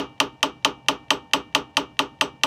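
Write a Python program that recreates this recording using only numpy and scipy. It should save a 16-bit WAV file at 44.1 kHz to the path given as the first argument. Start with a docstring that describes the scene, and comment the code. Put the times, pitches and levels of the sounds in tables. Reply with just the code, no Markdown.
"""Small workshop, microphone close to the bench: a small hammer peens a steel tang in quick even blows.
Low steady room noise, made as coloured noise, runs throughout; at the start an earlier blow still rings.
Then come eleven blows, near twins, as the same steel is struck the same way: each has a faint tick ahead,
a sharp pressure pulse with a bright clack (damped sines) and a noise crack, then the wooden support's thump,
the blade's faint singing and the room's decaying noise tail, and last a late soft thud."""
import sys
import numpy as np
from scipy import signal
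from scipy.fft import rfft, irfft, next_fast_len
from scipy.io import wavfile

SR = 44100
rng = np.random.default_rng(int(sys.argv[2]) if len(sys.argv) > 2 else 0)


def field_ratio(decibels):
    """Amplitude ratio for a level in dB (20 dB per decade); scalars and array-likes work."""
    return 10 ** (np.asarray(decibels, dtype=float) / 20)


def inscribe(sig):
    """Save sig as 16-bit PCM at rate SR to the path in sys.argv[1].

    A 1-D sig is mono; a 2-D sig holds one channel per row.
    Samples are clipped to [-1, 1] before scaling.
    """
    pcm = np.round(np.clip(np.atleast_2d(sig).T, -1, 1) * 32767)
    wavfile.write(sys.argv[1], SR, pcm.astype(np.int16))


N = 108838
SPAN = SR * 3 // 4  # samples computed for each blow

# Levels below are relative; rise is the time constant of a soft start, t60 the time to fall 60 dB.
# Blows: (time [s], level [dB], hardness as treble tilt [dB per octave], level of the high rings [dB])
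BLOWS = [(.2011, -8.5, 1.8, 0), (.4290, -9, 1.7, 1), (0.6475, -8.5, 2.5, -7), (0.8844, -8.5, 1.56, -1),
         (1.1052, -8.5, 0.5, 9), (1.3343, -8, 1.3, 4.5), (1.549, -8.5, 1.35, 4.5), (1.7692, -9, 1.3, 3.5),
         (1.9913, -9.5, 0.3, 2), (2.2106, -9.5, 0.4, 9), (2.4347, -9, 1.5, 5)]
# The blow still ringing at the start, struck before time zero: same columns as BLOWS
EARLIER_BLOWS = [(-.024, -7.5, 0, -8)]
BLOW_GAIN_DB = 9  # added to every blow level
SCATTER_DB = 0.8  # usual spread of each mode's level from blow to blow

# First contact
SNAP_DB, SNAP_S = -7.5, 0.00006  # pulse level, pulse width scale
# Modes of hammer head and tang: (frequency [Hz])
CLACK_HZ = [1900, 2400, 2760, 3085, 3520, 3790, 4560, 4900, 5850, 6250, 8400, 9250, 10890, 12900]
# The same modes, a row for each: (level [dB], t60 [s], rise [s])
CLACK_MODES = [(-4, 0.012, 0.00029), (-16.5, 0.027, 0.00013), (0.5, 0.015, 0.00054), (2.5, 0.013, 0.00063),
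               (-2.5, 0.012, 0.0007), (-8.5, 0.018, .0004), (-9, 0.0087, .0004), (-22.5, 0.04, 0.00013),
               (-13.5, 0.013, 0.00048), (-15.5, 0.015, 0.00025), (-22.5, 0.0095, 0.00066),
               (-17.5, 0.014, 0.0018), (-37, 0.012, .001), (-23, .015, 0.0028)]
CLACK_DB = -2.5
# Spectrum of the noise crack: (frequency [Hz], density [dB per Hz])
CRACK_SPECTRUM = [(1500, -40.5), (3500, 4.5), (6000, 1), (10000, -7.5), (13000, -13.5), (15000, -17.5),
                  (16500, -40)]
CRACK_DB, CRACK_T60_S = -25, 0.036
TICK_DB, TICK_LEAD_S = -46.5, 0.0225
TICK_TILT_DB, TICK_SCATTER_DB = -4, 1.5  # tilt per octave; spread

# Modes of the wooden support: (frequency [Hz])
WOOD_HZ = [62, 165, 278, 310, 397, 424, 491, 567, 619, 860, 879, 990, 1055, 1095, 1140, 1187, 1230, 1273,
           1345, 1410]
# The same modes, a row for each: (level [dB], t60 [s], rise [s])
WOOD_MODES = [(-20.5, 0.59, 0.079), (-19, 0.18, 0.0033), (-3.5, 0.21, 0.0069), (-10, 0.1, .01),
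              (-2.5, .22, 0.035), (-6.5, 0.16, 0.015), (-13.5, 0.35, 0.014), (-6.5, 0.13, 0.012),
              (-5, 0.13, 0.0017), (-4.5, 0.12, .003), (5.5, .08, 0.009), (-7.5, 0.13, .003),
              (1, 0.034, .003), (3, 0.027, 0.001), (-0.5, 0.11, 0.015), (9, 0.032, 0.0028),
              (-13.5, 0.067, .005), (-20, 0.3, .003), (-3.5, 0.053, 0.0024), (-7, 0.04, 0.001)]
WOOD_DB, WOOD_LAG_S = -18.5, 0.00303

# Modes of the blade: (frequency [Hz])
BLADE_HZ = [129, 806, 906, 1117, 1227, 1333, 1820, 2326, 2836, 3336, 3844]
# The same modes, a row for each: (level [dB], t60 [s], rise [s])
BLADE_MODES = [(-6, 0.84, 0.024), (-10.5, 1, .012), (-8.5, 1.1, 0.01), (5.5, 0.26, .01), (7, 0.26, .01),
               (-20, 0.42, 0.011), (-20.5, 1.5, .01), (-12.5, 1.1, .01), (-5, 0.47, .01), (-34, .5, .01),
               (-8, .24, .008)]
BLADE_DB = -39.5
# High rings of the steel that change from blow to blow: (frequency [Hz])
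WHINE_HZ = [5920, 7935, 8350, 10890, 11850]
# The same rings, a row for each: (level [dB], t60 [s], rise [s])
WHINE_MODES = [(-51, .15, .004), (-48, .13, .004), (-44, .085, .003), (-52, .09, .004), (-55, .11, .004)]
WHINE_SCATTER_DB = 2.5
# Dense ring of the tang in its mount: (frequency [Hz], level [dB], t60 [s])
CLANG_MODES = [(2300, -26.5, 0.41), (2519, -14, 0.3), (2620, -3, 0.065), (2785, -9.5, 0.14),
               (2880, -4, 0.19), (3080, -7, 0.28), (3090, -5.5, 0.14), (3230, -8, 0.26), (3370, -7.5, 0.18),
               (3640, -5, 0.2), (3780, -12, 0.074), (4050, -30.5, 0.15)]
CLANG_DB, CLANG_RISE_S = -33, 0.006

# Modes of the late soft thud: (frequency [Hz])
THUD_HZ = [255, 295, 400]
# The same modes, a row for each: (level [dB], t60 [s], rise [s])
THUD_MODES = [(8.5, 0.073, 0.0146), (-3.5, 0.13, 0.0067), (-27, .1, 0.0073)]
THUD_DB, THUD_LAG_S = -41, 0.124

# Early decay of the room: (frequency [Hz], t60 [s])
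ROOM_T60 = [(100, 0.83), (400, 0.2), (1100, .25), (2900, 0.16), (7000, 0.14), (14000, 0.12)]
# Weaker, slower decay of the room: (frequency [Hz], t60 [s])
LATE_T60 = [(200, 0.72), (1000, 1), (3000, 0.72), (8000, .3)]
LATE_DB = -31
# Spectrum of the room's answer: (frequency [Hz], density [dB per Hz])
ROOM_SPECTRUM = [(60, -56.5), (150, -22), (215, -17), (300, -3), (600, -13), (760, -13.5), (900, -10.5),
                 (1150, -6), (1600, -15), (2100, -19), (2600, -12.5), (3000, -5.5), (3600, -15),
                 (5000, -21.5), (6000, -18), (8000, -36), (12000, -39.5), (16000, -44.5)]
ROOM_DB, ROOM_LAG_S, ROOM_RISE_S = -21, 0.004, 0.0013
ROOM_FRESH = 0.08  # share of the tail's power that differs per blow
# Step down some way into the wood's ring and the early room tail
DAMP_DB, DAMP_S, DAMP_FALL_S = -10, 0.093, 0.004  # depth, midpoint, time scale
DAMP_HZ = 1600  # in the room the step fades out above this

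# Spectrum of the steady room noise: (frequency [Hz], density [dB per Hz])
AIR_SPECTRUM = [(25, -32.5), (45, -16.5), (70, -5), (150, 0), (300, -15), (650, -10.5), (1100, -17),
                (1500, -38), (2100, -38), (3000, -30), (6000, -35.5), (12000, -50), (16000, -52.5)]
AIR_DB = -54.5  # rms at the microphone

MIC_LOW_HZ, MIC_TOP_HZ = 41, 15800


def along(points, hz):
    """Reads (frequency [Hz], value) points on a log frequency axis."""
    f, v = np.transpose(points)
    return np.interp(np.log(hz + 1), np.log(f + 1), v)


def coloured(x, points):
    """Shapes noise by a spectrum and sets its rms to 1."""
    size = next_fast_len(len(x) + 8192)
    gain = field_ratio(along(points, np.fft.rfftfreq(size, 1 / SR)))
    y = irfft(rfft(x, size) * gain, size)[:len(x)]
    return y / np.sqrt(np.mean(y ** 2))


def ring(hz, modes, lag_s=0, tilt_db=0, scatter_db=SCATTER_DB):
    """Sums damped sines with a soft start; each mode's level varies from blow to blow."""
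    hz = np.c_[hz]
    db, t60, rise = np.transpose(modes)[:, :, None]
    t = np.maximum(np.arange(SPAN) / SR - lag_s, 0)
    scatter = scatter_db * rng.standard_normal(hz.shape)
    tilt = tilt_db * np.log2(hz / 3000)  # per octave from 3 kHz
    envelope = field_ratio(db + scatter + tilt - 60 * t / t60) * (1 - np.exp(-t / rise))
    return (envelope * np.sin(2 * np.pi * hz * t)).sum(0)


def damp(t):
    """Gives the smooth step down in level [dB] some way into a ring."""
    return DAMP_DB / (1 + np.exp(np.clip((DAMP_S - t) / DAMP_FALL_S, -50, 50)))


def hammer():
    """Places every blow: a tick ahead, then contact, wood, steel, thud and the room's answer together."""
    out = np.zeros(N + 2 * SR)  # one spare second at either end
    shared_tail = room_tail()
    for time_s, db, tilt_db, whine_db in EARLIER_BLOWS + BLOWS:
        blow = snap(tilt_db) + clack(tilt_db) + crack(tilt_db)
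        blow = blow + wood() + steel(whine_db) + thud() + room_answer(shared_tail)
        gain = field_ratio(db + BLOW_GAIN_DB)
        out[round((time_s + 1) * SR):][:SPAN] += gain * blow
        out[round((time_s + 1 - TICK_LEAD_S) * SR):][:SPAN] += gain * tick()
    return out[SR:SR + N]


def snap(tilt_db):
    """The first contact: one sharp pressure pulse, stronger for a harder blow."""
    u = np.arange(SPAN) / SR / SNAP_S - 2
    return field_ratio(SNAP_DB + 2 * tilt_db) * (u * u - 1) * np.exp(-u * u / 2)


def clack(tilt_db):
    """Short modes of hammer head and tang, with more treble for a harder blow."""
    return field_ratio(CLACK_DB) * ring(CLACK_HZ, CLACK_MODES, tilt_db=tilt_db)


def crack(tilt_db):
    """A burst of bright noise that dies exponentially, stronger for a harder blow."""
    t = np.arange(SPAN) / SR
    envelope = field_ratio(CRACK_DB + 2 * tilt_db - 60 * t / CRACK_T60_S)
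    return envelope * coloured(rng.standard_normal(SPAN), CRACK_SPECTRUM)


def tick():
    """A faint, duller clack heard ahead of the blow, from the same modes."""
    level = field_ratio(TICK_DB + TICK_SCATTER_DB * rng.standard_normal())
    return level * ring(CLACK_HZ, CLACK_MODES, tilt_db=TICK_TILT_DB, scatter_db=TICK_SCATTER_DB)


def wood():
    """The thumped wooden support: low modes that start just after contact and later step down."""
    t = np.arange(SPAN) / SR
    return field_ratio(WOOD_DB + damp(t)) * ring(WOOD_HZ, WOOD_MODES, WOOD_LAG_S)


def steel(whine_db):
    """The singing steel: long blade modes, changeable high rings and the tang's dense ring in its mount."""
    blade = field_ratio(BLADE_DB) * ring(BLADE_HZ, BLADE_MODES)
    whine = field_ratio(whine_db) * ring(WHINE_HZ, WHINE_MODES, scatter_db=WHINE_SCATTER_DB)
    clang_hz = [mode[0] for mode in CLANG_MODES]
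    clang_modes = [(*mode[1:], CLANG_RISE_S) for mode in CLANG_MODES]
    return blade + whine + field_ratio(CLANG_DB) * ring(clang_hz, clang_modes)


def thud():
    """A late soft thud of a few low damped modes."""
    return field_ratio(THUD_DB) * ring(THUD_HZ, THUD_MODES, THUD_LAG_S)


def room_tail():
    """Room reverberation: coloured noise in which each frequency dies at its own two speeds."""
    noise = coloured(rng.standard_normal(SPAN), ROOM_SPECTRUM)
    hz, t, z = signal.stft(noise, SR, nperseg=256)
    hz = hz[:, None]
    step_db = damp(t) / (1 + (hz / DAMP_HZ) ** 4)
    early = field_ratio(-60 * t / along(ROOM_T60, hz) + step_db)
    late = field_ratio(LATE_DB - 60 * t / along(LATE_T60, hz))
    decayed = signal.istft(z * np.hypot(early, late), SR, nperseg=256)[1][:SPAN]
    t = np.maximum(np.arange(SPAN) / SR - ROOM_LAG_S, 0)
    return decayed * (1 - np.exp(-t / ROOM_RISE_S))


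def room_answer(shared_tail):
    """The room's answer to one blow: mostly a tail common to all blows, with a little of its own."""
    return field_ratio(ROOM_DB) * (np.sqrt(1 - ROOM_FRESH) * shared_tail + np.sqrt(ROOM_FRESH) * room_tail())


def workshop():
    """Low steady room noise, shaped by its spectrum."""
    return field_ratio(AIR_DB) * coloured(rng.standard_normal(N), AIR_SPECTRUM)


def scene():
    """Close hammer work over the workshop's room noise, in mono."""
    return (hammer() + workshop())[None]


def roll_off(x):
    """The treble ends steeply here."""
    return signal.sosfilt(signal.butter(12, 16530, fs=SR, output="sos"), x)


def record(dry):
    """The microphone passes a limited band, with a steep edge at the bottom and a steeper one on top."""
    low_edge = signal.butter(4, MIC_LOW_HZ, "high", fs=SR, output="sos")
    top_edge = signal.butter(8, MIC_TOP_HZ, fs=SR, output="sos")
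    mix = signal.sosfilt(np.vstack([low_edge, top_edge]), dry)
    return roll_off(mix)


dry = scene()
out = record(dry)
inscribe(out)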